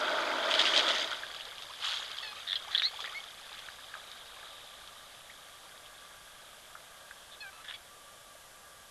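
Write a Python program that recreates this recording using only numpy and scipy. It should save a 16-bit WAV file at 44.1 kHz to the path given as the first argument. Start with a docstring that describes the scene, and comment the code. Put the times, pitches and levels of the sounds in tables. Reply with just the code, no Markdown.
"""An elephant drinks at a waterhole, while faint outdoor air and softly echoing bushes surround it.
First, water pours and slaps onto the pond: clouds of tiny ringing bubbles, hiss and struck cavities.
Then the trunk drips, trickles and glugs, and squirts once: damped tones, rising tones and spray.
A bird calls in two short phrases: harmonic whines, hoarse notes and pulsed rattles, with two whistles
and a dry snap in the first phrase only. Between the phrases, a thin stream hisses for a moment."""
import sys
import numpy as np
from scipy import signal
from scipy.fft import rfft, irfft, next_fast_len
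from scipy.io import wavfile
from scipy.ndimage import map_coordinates

SR = 44100
rng = np.random.default_rng(int(sys.argv[2]) if len(sys.argv) > 2 else 0)


def file_out(sig):
    """Save sig as 16-bit WAV at sys.argv[1]."""
    # one column per channel
    cols = np.atleast_2d(sig).T
    # limit, then scale
    lim = np.clip(cols, -1, 1)
    pcm = np.round(lim * 32767).astype(np.int16)
    wavfile.write(sys.argv[1], SR, pcm)


N = 392490  # length in samples


def amp(db):
    """Turn decibels into a plain gain."""
    return 10 ** (np.asarray(db) / 20)


def unit(x):
    """Scale a sound to an rms of 1."""
    return x / np.sqrt(np.mean(x ** 2) + 1e-20)


def along(points, hz):
    """Read a curve of (pitch_hz, value) points, joined by lines on a log pitch axis."""
    point_hz, value = np.transpose(points)
    return np.interp(np.log(hz + 1), np.log(point_hz + 1), value)


def wobble(rate, size):
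    """A smooth random curve with `rate` random points a second."""
    points = rng.standard_normal(int(size * rate / SR) + 4)
    return map_coordinates(points, [np.arange(size) * rate / SR])


def swell(start, hold, rise, fall, size=N):
    """A gain that climbs to 1 by `start`, holds, then falls; times in s, slopes in dB per s."""
    t = np.arange(size) / SR - start
    climbing_db = -abs(rise) * np.maximum(-t, 0)
    falling_db = -abs(fall) * np.maximum(t - hold, 0)
    return amp(climbing_db + falling_db)


def glide(t, middle, width):
    """A smooth step from 0 to 1."""
    return .5 + .5 * np.tanh((t - middle) / (2 * width))


def filtered(x, response):
    """Multiply the spectrum of x by a response, given as a function of frequency."""
    padded = next_fast_len(N + SR // 2)
    hz = np.fft.rfftfreq(padded, 1 / SR)
    return irfft(rfft(x, padded) * response(hz), padded)[:N]


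def coloured(x, spectrum):
    """Filter x by a table of levels over frequency, then scale it to an rms of 1."""
    return unit(filtered(x, lambda hz: amp(along(spectrum, hz))))


def narrow_noise(centre, width):
    """Noise around one frequency, at rms 1; at the edges of `width` the filter gain is half."""
    noise = rng.standard_normal(N)
    return unit(filtered(noise, lambda hz: 1 / (1 + ((hz - centre) / width * 2) ** 2)))


def add(track, s, sound):
    """Mix a sound into the track at time s."""
    part = track[max(round(s * SR), 0):][:len(sound)]
    part += sound[:len(part)]


def droplets(rate, low_hz, high_hz, cycles, spread_db, hiss):
    """A cloud of tiny damped bubbles of mixed pitch and strength, over the hiss of countless finer ones."""
    when, pitch, size = rng.random((int(rate * N / SR), 3)).T[:, :, None]
    hz = low_hz * (high_hz / low_hz) ** pitch
    k = np.arange(SR // 100)
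    turns = hz * k / SR
    # a smaller bubble rings higher and dies sooner
    decay = np.exp(-turns / cycles) * (1 - k / len(k))
    ring = np.sin(2 * np.pi * turns) * decay
    strength = hz * amp(-spread_db * np.log(np.maximum(size, .02)))
    positions = (when * N).astype(int) + k
    cloud = np.bincount(positions.ravel(), (strength * ring).ravel(), N)[:N]
    return unit(cloud) + hiss * rng.standard_normal(N)


def impacts(rows, cycles, splash, splash_t60, width):
    """Each hit rings a short-lived cavity and throws a puff of spray around the same pitch."""
    out, t = np.zeros(N), np.arange(SR // 20) / SR
    f = np.fft.rfftfreq(len(t), 1 / SR)
    for s, db, hz in rows:
        envelope = np.exp(-hz * t / cycles) * (1 - np.exp(-2 * hz * t))
        cavity = np.sin(2 * np.pi * hz * t) * envelope
        band = np.exp(-(np.log2((f + 1) / hz) / width) ** 2)
        spray = unit(irfft(rfft(rng.standard_normal(len(t))) * band, len(t)))
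        fading_spray = spray * amp(-60 * t / splash_t60)
        add(out, s, amp(db) * (cavity + splash * fading_spray))
    return out


# tone of the outdoor air: pitch_hz, relative level_db
AIR_TONE = [(25, -6), (60, -7.5), (150, -11.5), (300, -15.5), (430, -14.5), (560, -11), (700, -7),
            (950, -10), (1400, -7.5), (2000, -12), (2700, -14.5), (4400, -15), (12000, -15)]
# narrow humps in the air's rush: centre_hz, width_hz, average rms level_db
AIR_HUMPS = [(600, 224, -66.5), (1172, 49, -65), (1630, 95, -67.5), (3350, 1050, -63)]


def air(floor_db=-54.0, waver_db=1.5):
    """Steady filtered noise makes the outdoor rush, with narrow noise humps that waver in level."""
    out = amp(floor_db) * coloured(rng.standard_normal(N), AIR_TONE)
    for centre, width, db in AIR_HUMPS:
        out += amp(db + waver_db * wobble(3.34, N)) * narrow_noise(centre, width)
    return out


# tone of the bubbles under the pour: pitch_hz, relative level_db
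BUBBLING_TONE = [(100, -49), (220, -13.5), (310, -7), (460, -9), (540, -5), (620, 2.5), (690, -2),
                 (770, -11), (860, -3), (1080, -8), (1250, -3.5), (1510, -2.5), (1750, -13), (2500, -15),
                 (4000, -42)]
# tone of spattering water, for the shower and the trickle: pitch_hz, relative level_db
SPATTER_TONE = [(900, -28), (1800, -5), (2650, -13), (3050, -4.5), (3300, 0), (3800, -5), (4200, -12.5),
                (4800, -10.5), (5600, -22.5), (6500, -18.5), (8000, -24.5), (12000, -41)]
# tone of the fine mist: pitch_hz, relative level_db
MIST_TONE = [(2000, -27), (3300, -2), (4700, 1.5), (5700, -5), (6600, -9), (9000, -14.5), (12000, -25)]
# gouts of water hitting the pond, for the shower and the slaps: start_s, length_s, level_db, pitch_hz
WATER_GOUTS = [(0.512, 0.009, -16, 3200), (0.54, 0.0053, -10.5, 3120), (0.593, .006, -14, 3130),
               (0.596, .009, -10.5, 3240), (0.615, .004, -13, 3900), (0.6545, 0.0051, -12, 2800),
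               (0.668, 0.014, -15, 3330), (0.737, 0.018, -14, 3150), (0.763, .009, -10.5, 3350),
               (0.7776, .005, -9.5, 3830), (.7934, .009, -14, 3150), (0.882, 0.022, -13.5, 3280),
               (0.984, .005, -19, 3470), (1.116, 0.03, -24.5, 1400)]
# water pouring from the mouth: steady, then it thins out
POUR_END_S, POUR_FALL_DB_PER_S, POUR_BUBBLING_DB, POUR_SPATTER_DB = 0.9, 51.5, -33.5, -39
# the bulk of the spill comes down as one broad splash, at full strength from SPLASH_S
SPLASH_S, SPLASH_HOLD_S, SPLASH_DB = 0.51, 0.5, -34.5
SPLASH_RISE_DB_PER_S, SPLASH_FALL_DB_PER_S = 160, 73
# spatter of each gout; its level is relative to the gout's level_db
GOUT_SPATTER_DB, GOUT_RISE_DB_PER_S, GOUT_FALL_DB_PER_S = -18.5, 2500, 452


def shower(mist_db=-16, clump_db=1.6, clumps_per_s=90):
    """Spilled water churns up bubbles; the pour, the splash and each gout throw spatter and fine mist."""
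    pour = swell(0, POUR_END_S, 0, POUR_FALL_DB_PER_S)
    splash = swell(SPLASH_S, SPLASH_HOLD_S, SPLASH_RISE_DB_PER_S, SPLASH_FALL_DB_PER_S)
    clumpy_splash = amp(SPLASH_DB + clump_db * wobble(clumps_per_s, N)) * splash
    flows = [amp(POUR_SPATTER_DB) * pour, clumpy_splash]
    for s, length, db, _ in WATER_GOUTS:
        burst = swell(s, length, GOUT_RISE_DB_PER_S, GOUT_FALL_DB_PER_S)
        flows.append(amp(db + GOUT_SPATTER_DB) * burst)
    spatter_gain = np.linalg.norm(flows, axis=0)  # the flows add in power

    bubbles = droplets(rate=1500, low_hz=300, high_hz=2800, cycles=16, spread_db=1.0, hiss=1.4)
    drops = droplets(rate=1400, low_hz=1770, high_hz=6770, cycles=3.7, spread_db=2.5, hiss=1.0)
    bubbling = coloured(bubbles, BUBBLING_TONE)
    spatter = coloured(drops, SPATTER_TONE)
    mist = coloured(rng.standard_normal(N), MIST_TONE)
    return amp(POUR_BUBBLING_DB) * pour * bubbling + spatter_gain * (spatter + amp(mist_db) * mist)


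SLAP_GAP_S = .0062
GOUT_FADE_DB = 11  # drop in slap level over one gout length


def slaps(count=4, uneven=.12, pitch_spread=0.045):
    """Each gout breaks into a quick run of fading slaps, each a struck cavity with spray."""
    rows = []
    for s, length, db, hz in WATER_GOUTS:
        for k, (late, detune) in enumerate(rng.standard_normal((count, 2))):
            # the first slap is always on time
            delay = SLAP_GAP_S * (k + uneven * late * (k > 0))
            level_db = db - GOUT_FADE_DB * (delay / length) ** 2
            rows.append((s + delay, level_db, hz * np.exp(pitch_spread * detune)))
    return impacts(rows, cycles=3.5, splash=0.2, splash_t60=0.016, width=0.83)


# tone of the gurgling run-off: pitch_hz, relative level_db
GURGLE_TONE = [(200, -24), (400, -4.5), (580, -4), (800, 0.5), (980, -3.5), (1220, 3.5), (1420, -1),
               (1620, 2.5), (2000, -10.5), (2600, -7), (4000, -24)]
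# dribbles that swell the run-off: peak_time_s, bubbling level_db, spatter level_db
RUNOFF_DRIBBLES = [(1.36, -52, -50), (2.0, -51.5, -46.5), (2.13, -53, -46.5), (2.4, -71, -49),
                   (2.71, -51.5, -47), (3.03, -49, -45), (3.55, -53, -49.5), (3.98, -54, -56.5),
                   (4.42, -55.5, -56)]
DRIBBLE_RISE_DB_PER_S, DRIBBLE_FALL_DB_PER_S = 56, 44
# run-off from trunk and chin: starting levels and how fast each part dries up
RUNOFF_START_S, RUNOFF_END_S = 1.2, 7.74
RUNOFF_BUBBLING_DB, BUBBLING_DRYING_DB_PER_S = -55.5, 1.2
RUNOFF_SPATTER_DB, SPATTER_DRYING_DB_PER_S = -49.5, 2.14


def trickle(onset_db_per_s=200, stop_db_per_s=30):
    """Thin streams of ringing bubbles patter into the pond, swell with each dribble and slowly dry up."""
    running = swell(RUNOFF_START_S, RUNOFF_END_S - RUNOFF_START_S, onset_db_per_s, stop_db_per_s)
    times, bubbling_db, spatter_db = np.transpose(RUNOFF_DRIBBLES)
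    surges = np.array([swell(s, 0, DRIBBLE_RISE_DB_PER_S, DRIBBLE_FALL_DB_PER_S) for s in times])

    def flow(start_db, drying, dribble_db):
        """The drying stream and its dribbles add in power."""
        stream = amp(start_db) * running * swell(RUNOFF_START_S, 0, 0, drying)
        return np.sqrt(stream ** 2 + amp(dribble_db) ** 2 @ surges ** 2)

    bubbles = droplets(rate=420, low_hz=454, high_hz=2800, cycles=6.5, spread_db=2.5, hiss=0.93)
    drops = droplets(rate=800, low_hz=2020, high_hz=7030, cycles=7.0, spread_db=2.5, hiss=1.04)
    bubbling = coloured(bubbles, GURGLE_TONE)
    spatter = coloured(drops, SPATTER_TONE)
    bubbling_gain = flow(RUNOFF_BUBBLING_DB, BUBBLING_DRYING_DB_PER_S, bubbling_db)
    spatter_gain = flow(RUNOFF_SPATTER_DB, SPATTER_DRYING_DB_PER_S, spatter_db)
    return bubbling_gain * bubbling + spatter_gain * spatter


# single drops: start_s, level_db, pitch_hz
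SINGLE_DROPS = [(1.2341, -26.5, 1610), (1.3467, -28.5, 3430), (1.4082, -31, 2905), (1.4531, -33, 3900),
                (1.582, -32, 3350), (1.6228, -28.5, 3660), (1.941, -25, 3210), (1.9709, -25, 3320),
                (2.1161, -28, 3310), (2.1848, -28, 3150), (2.2313, -32, 3480), (2.6483, -37.5, 1130),
                (3.0046, -26.5, 3350), (3.0114, -29, 3470), (3.043, -30, 1630), (3.059, -31, 3280),
                (3.0762, -30, 1880), (3.239, -33, 3250), (3.5922, -32, 3380), (3.686, -31.5, 1670),
                (3.9403, -32, 1630), (3.9521, -33, 1250), (4.116, -34, 3640), (4.8753, -34, 3350),
                (5.8614, -37.5, 3270), (6.7526, -32.5, 1300), (7.1102, -32.5, 1620)]


def drips():
    """Each drop rings a short-lived cavity in the water and throws a little spray."""
    return impacts(SINGLE_DROPS, cycles=4.6, splash=0.26, splash_t60=0.029, width=0.72)


# large bubbles at the trunk tip: start_s, starting pitch_hz, level_db, life_s
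BIG_BUBBLES = [(1.47, 392, -47.5, 0.029), (1.691, 800, -41.5, .034), (2.2, 934, -43.5, 0.026),
               (2.229, 1640, -33, 0.01), (2.672, 676, -39.5, .019), (2.684, 950, -41, 0.02),
               (2.925, 588, -43.5, 0.035), (2.988, 850, -38.5, 0.03), (3.042, 1535, -34.5, 0.028),
               (3.122, 990, -40, .03), (3.682, 1250, -40, .012), (3.939, 1560, -37, 0.0067),
               (3.975, 1050, -46, 0.017), (5.294, 1710, -42, .017), (5.65, 894, -48, 0.021),
               (5.72, 1360, -47, .013), (6.752, 1135, -42, .015), (8.35, 570, -44, 0.011)]


def glugs(rise=24, waver=0.038):
    """A big bubble climbs in pitch as it nears the surface; `rise` is a share of its pitch per second."""
    out = np.zeros(N)
    for s, hz, db, life in BIG_BUBBLES:
        t = np.arange(0, life, 1 / SR)
        pitch = hz * (1 + rise * t + waver * wobble(580, len(t)))
        phase = 2 * np.pi * np.cumsum(pitch) / SR
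        envelope = np.sin(np.pi * t / life) * np.exp(-t / life)
        add(out, s, amp(db) * np.sin(phase) * envelope)
    return out


# tone of the trunk's jet: pitch_hz, relative level_db
JET_TONE = [(250, -43), (460, -35), (800, -12.5), (1000, -15), (1250, -5), (1700, -8), (2400, -11.5),
            (3300, 0), (4600, -11), (5700, -20.5), (6700, -18.5), (9000, -23), (12000, -30)]
# the trunk clears itself, at full strength from SQUIRT_S
SQUIRT_S, SQUIRT_HOLD_S, SQUIRT_DB = 1.844, 0.062, -33.7
SQUIRT_RISE_DB_PER_S, SQUIRT_FALL_DB_PER_S = 310, 89


def squirt():
    """A short, dense jet of fine spray leaves the trunk as a cloud of ringing drops and hiss."""
    spray = droplets(rate=1400, low_hz=800, high_hz=7100, cycles=3.9, spread_db=1.2, hiss=1.0)
    burst = swell(SQUIRT_S, SQUIRT_HOLD_S, SQUIRT_RISE_DB_PER_S, SQUIRT_FALL_DB_PER_S)
    return amp(SQUIRT_DB) * burst * coloured(spray, JET_TONE)


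def bird_voice(t, hz, gain, throat_hz, skirt_db, rough,
               jitter=0.057, flutter_db=4, rasp=1.0, beak_hz=4600):
    """Six harmonics shaped by one throat resonance; rough notes shake in pitch and level."""
    k = np.arange(1, 7)[:, None]

    def shake(rate):
        """A random wobble as long as the note."""
        return wobble(rate, SR // 4)[:len(t)]

    phase = 2 * np.pi * np.cumsum(hz * (1 + jitter * rough * shake(910))) / SR
    # the beak lets only a trace of treble through, and the fourth harmonic is weak
    beak = 0.078 + 1 / np.sqrt(1 + (k * hz / beak_hz) ** 24)
    octaves_off = np.abs(np.log2(k * hz / throat_hz))
    gains = amp(-skirt_db * octaves_off - 4.1 * (k == 4)) * beak
    # turbulence frays each harmonic on its own
    fray = rasp * rough * np.array([shake(1100) for _ in k])
    harmonics = np.sum(gains * np.sin(k * phase + fray), axis=0)
    voice = np.sqrt(2) * harmonics / np.linalg.norm(gains, axis=0)
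    flutter = amp(flutter_db * rough * shake(338))
    return voice * gain * flutter * signal.windows.tukey(len(t), .1)


# nasal whines that sag as the throat closes: start_s, length_s, starting pitch_hz,
# sag (share of pitch), starting level_db, closed throat_hz, throat skirts_db_per_octave
NASAL_WHINES = [(2.222, 0.111, 888, .055, -42.5, 3500, 5.5), (7.403, 0.1, 860, 0.1, -44.5, 1590, 13)]
# times count from the start of each whine
WHINE_SAG_S, WHINE_FADE_DB_PER_S, OPEN_THROAT_HZ, THROAT_CLOSE_S = 0.0395, 65, 4220, 0.019


def bird_whines(rough=.08, sag_width_s=0.0092, close_width_s=0.0044):
    """A whine starts bright and loud, then sags, dulls and fades as its throat resonance drops."""
    out = np.zeros(N)
    for s, length, hz, sag, db, closed_hz, skirt_db in NASAL_WHINES:
        t = np.arange(0, length, 1 / SR)
        pitch = hz * (1 - sag * glide(t, WHINE_SAG_S, sag_width_s))
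        closing = glide(t, THROAT_CLOSE_S, close_width_s)
        throat_hz = OPEN_THROAT_HZ * (closed_hz / OPEN_THROAT_HZ) ** closing
        gain = amp(db - WHINE_FADE_DB_PER_S * t)
        add(out, s, bird_voice(t, pitch, gain, throat_hz, skirt_db, rough))
    return out


# hoarse notes: start_s, length_s, pitch_hz, starting level_db, swell_db_per_s, throat_hz,
# throat skirts_db_per_octave, roughness (0-1)
HOARSE_NOTES = [(2.362, 0.054, 1286, -49, -130, 1300, 1, .5), (2.466, 0.082, 1860, -49, 120, 3700, 7, 0.92),
                (2.556, 0.023, 1637, -29, -550, 3400, 26, 0.4),
                (2.712, 0.098, 1846, -43.5, -40, 3600, 4, 1),
                (7.315, 0.037, 1790, -51.5, -100, 3550, 21, .65), (7.524, .105, 1313, -57, 0, 1300, 5, 0.6),
                (7.64, 0.093, 1718, -52.5, 58, 2200, 7, 0.98),
                (7.738, 0.028, 1123, -40.5, -400, 3100, 17, 0.58)]


def bird_rasps():
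    """A hoarse note shakes around one pitch while its level swells, fades or holds."""
    out = np.zeros(N)
    for s, length, hz, db, slope, throat_hz, skirt_db, rough in HOARSE_NOTES:
        t = np.arange(0, length, 1 / SR)
        add(out, s, bird_voice(t, hz, amp(db + slope * t), throat_hz, skirt_db, rough))
    return out


# rattles: centre of first pulse_s, pulse count, gap_s, second-harmonic pitch_hz,
# first pulse level_db, change_db per pulse
RATTLE_RUNS = [(2.4775, 6, .0108, 3620, -27, 0.8), (2.557, 2, .004, 3960, -26, -5),
               (2.75, 3, .0047, 3570, -16.5, -1.5), (2.779, 2, .005, 3770, -19, -1),
               (2.7985, 2, .004, 3670, -19.5, -5), (7.688, 3, .0115, 3280, -33, -1)]


def bird_rattle(length=.008, lower_db=-15, jitter=0.068):
    """The voice breaks into runs of brief pulses, strongest on its second harmonic."""
    out, window = np.zeros(N), np.hanning(int(length * SR))
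    for s, count, gap, hz, db, step_db in RATTLE_RUNS:
        for k in range(round(count)):
            pitch = hz * (1 + jitter * wobble(1180, len(window)))
            phase = 2 * np.pi * np.cumsum(pitch) / SR
            tone = np.sin(phase) + amp(lower_db) * np.sin(phase / 2)
            add(out, s + k * gap - length / 2, amp(db + k * step_db) * window ** 2 * tone)
    return out


# dry snap at the first whistle: start_s, level_db, pitch_hz
DRY_SNAP = (2.8205, -18.5, 2340)


def bird_snap():
    """A dry snap opens the first whistle: a quickly damped tone with a puff of noise."""
    return impacts([DRY_SNAP], cycles=3.3, splash=0.4, splash_t60=0.022, width=0.88)


# upslurred whistles: start_s, length_s, start pitch_hz, end pitch_hz, slur_time_s (into the note),
# level_db, throat_hz, throat skirts_db_per_octave, starting roughness (0-1)
SLURRED_WHISTLES = [(2.823, .066, 1885, 2223, .034, -27, 3980, 17, 0.65),
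                    (3.145, 0.043, 1970, 2215, .006, -38.5, 2200, 13, .15)]
WHISTLE_PEAK_S, SLUR_WIDTH_S = .034, 0.0069  # the peak time counts from the start of the note
WHISTLE_RISE_DB_PER_S, WHISTLE_FALL_DB_PER_S = 160, 600


def bird_whistles(clearing_s=0.038):
    """A whistle swells, slurs upward and loses its roughness on the way."""
    out = np.zeros(N)
    for s, length, start_hz, end_hz, slur, db, throat_hz, skirt_db, rough in SLURRED_WHISTLES:
        t = np.arange(0, length, 1 / SR)
        pitch = start_hz + (end_hz - start_hz) * glide(t, slur, SLUR_WIDTH_S)
        envelope = swell(WHISTLE_PEAK_S, 0, WHISTLE_RISE_DB_PER_S, WHISTLE_FALL_DB_PER_S, size=len(t))
        clearing_rough = rough * np.exp(-(t / clearing_s) ** 2)
        add(out, s, bird_voice(t, pitch, amp(db) * envelope, throat_hz, skirt_db, clearing_rough))
    return out


# a thin stream: full-strength start_s, hold_s, level_db, centre_hz, width_hz
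THIN_STREAM_HISS = (4, .5, -58.5, 3750, 500)


def thin_stream(rise_db_per_s=45, fall_db_per_s=12):
    """Tiny, evenly sized bubbles make a narrow hiss, here a band of noise."""
    s, hold, db, centre, width = THIN_STREAM_HISS
    return amp(db) * swell(s, hold, rise_db_per_s, fall_db_per_s) * narrow_noise(centre, width)


def without_bass(x, edge_hz=280, order=2):
    """Small sources radiate almost no bass, so a highpass filter takes it away."""
    return signal.sosfilt(signal.butter(order, edge_hz, "highpass", fs=SR, output="sos"), x)


# echo of the bushes: pitch_hz, time to fall by 60 dB_s
BUSH_ECHO = [(200, 0.18), (2000, 0.14), (10000, 0.047)]


def bushes(x):
    """A diffuse echo, made with a fading noise tail whose treble dies first."""
    hz, t, z = signal.stft(rng.standard_normal(SR // 2), SR, nperseg=256)
    fading = amp(-60 * t / along(BUSH_ECHO, hz)[:, None])
    tail = signal.istft(z * fading, SR, nperseg=256)[1]
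    delayed_tail = np.pad(tail, (300, 0))  # delay in samples
    return signal.fftconvolve(x, delayed_tail / np.linalg.norm(tail))[:N]


def scene():
    """Mix the washes of water and air with the sharp sounds and their echo, trimming some levels."""
    wash = air() + shower() + trickle() + squirt() + thin_stream()
    water = amp(-0.7) * slaps() + amp(0.1) * drips() + amp(0.2) * glugs()
    calls = amp(0.5) * (bird_whines() + bird_rasps() + bird_whistles())
    bird = calls + amp(-0.6) * bird_rattle() + bird_snap()
    sharp = without_bass(water + bird)
    return (wash + sharp + amp(-14) * bushes(sharp))[None]


TOP_HZ = 12250


def record(dry):
    """Cut everything from the top frequency upward with a sharp edge."""
    return filtered(dry[0], lambda hz: hz < TOP_HZ)[None]


dry = scene()
out = record(dry)
file_out(out)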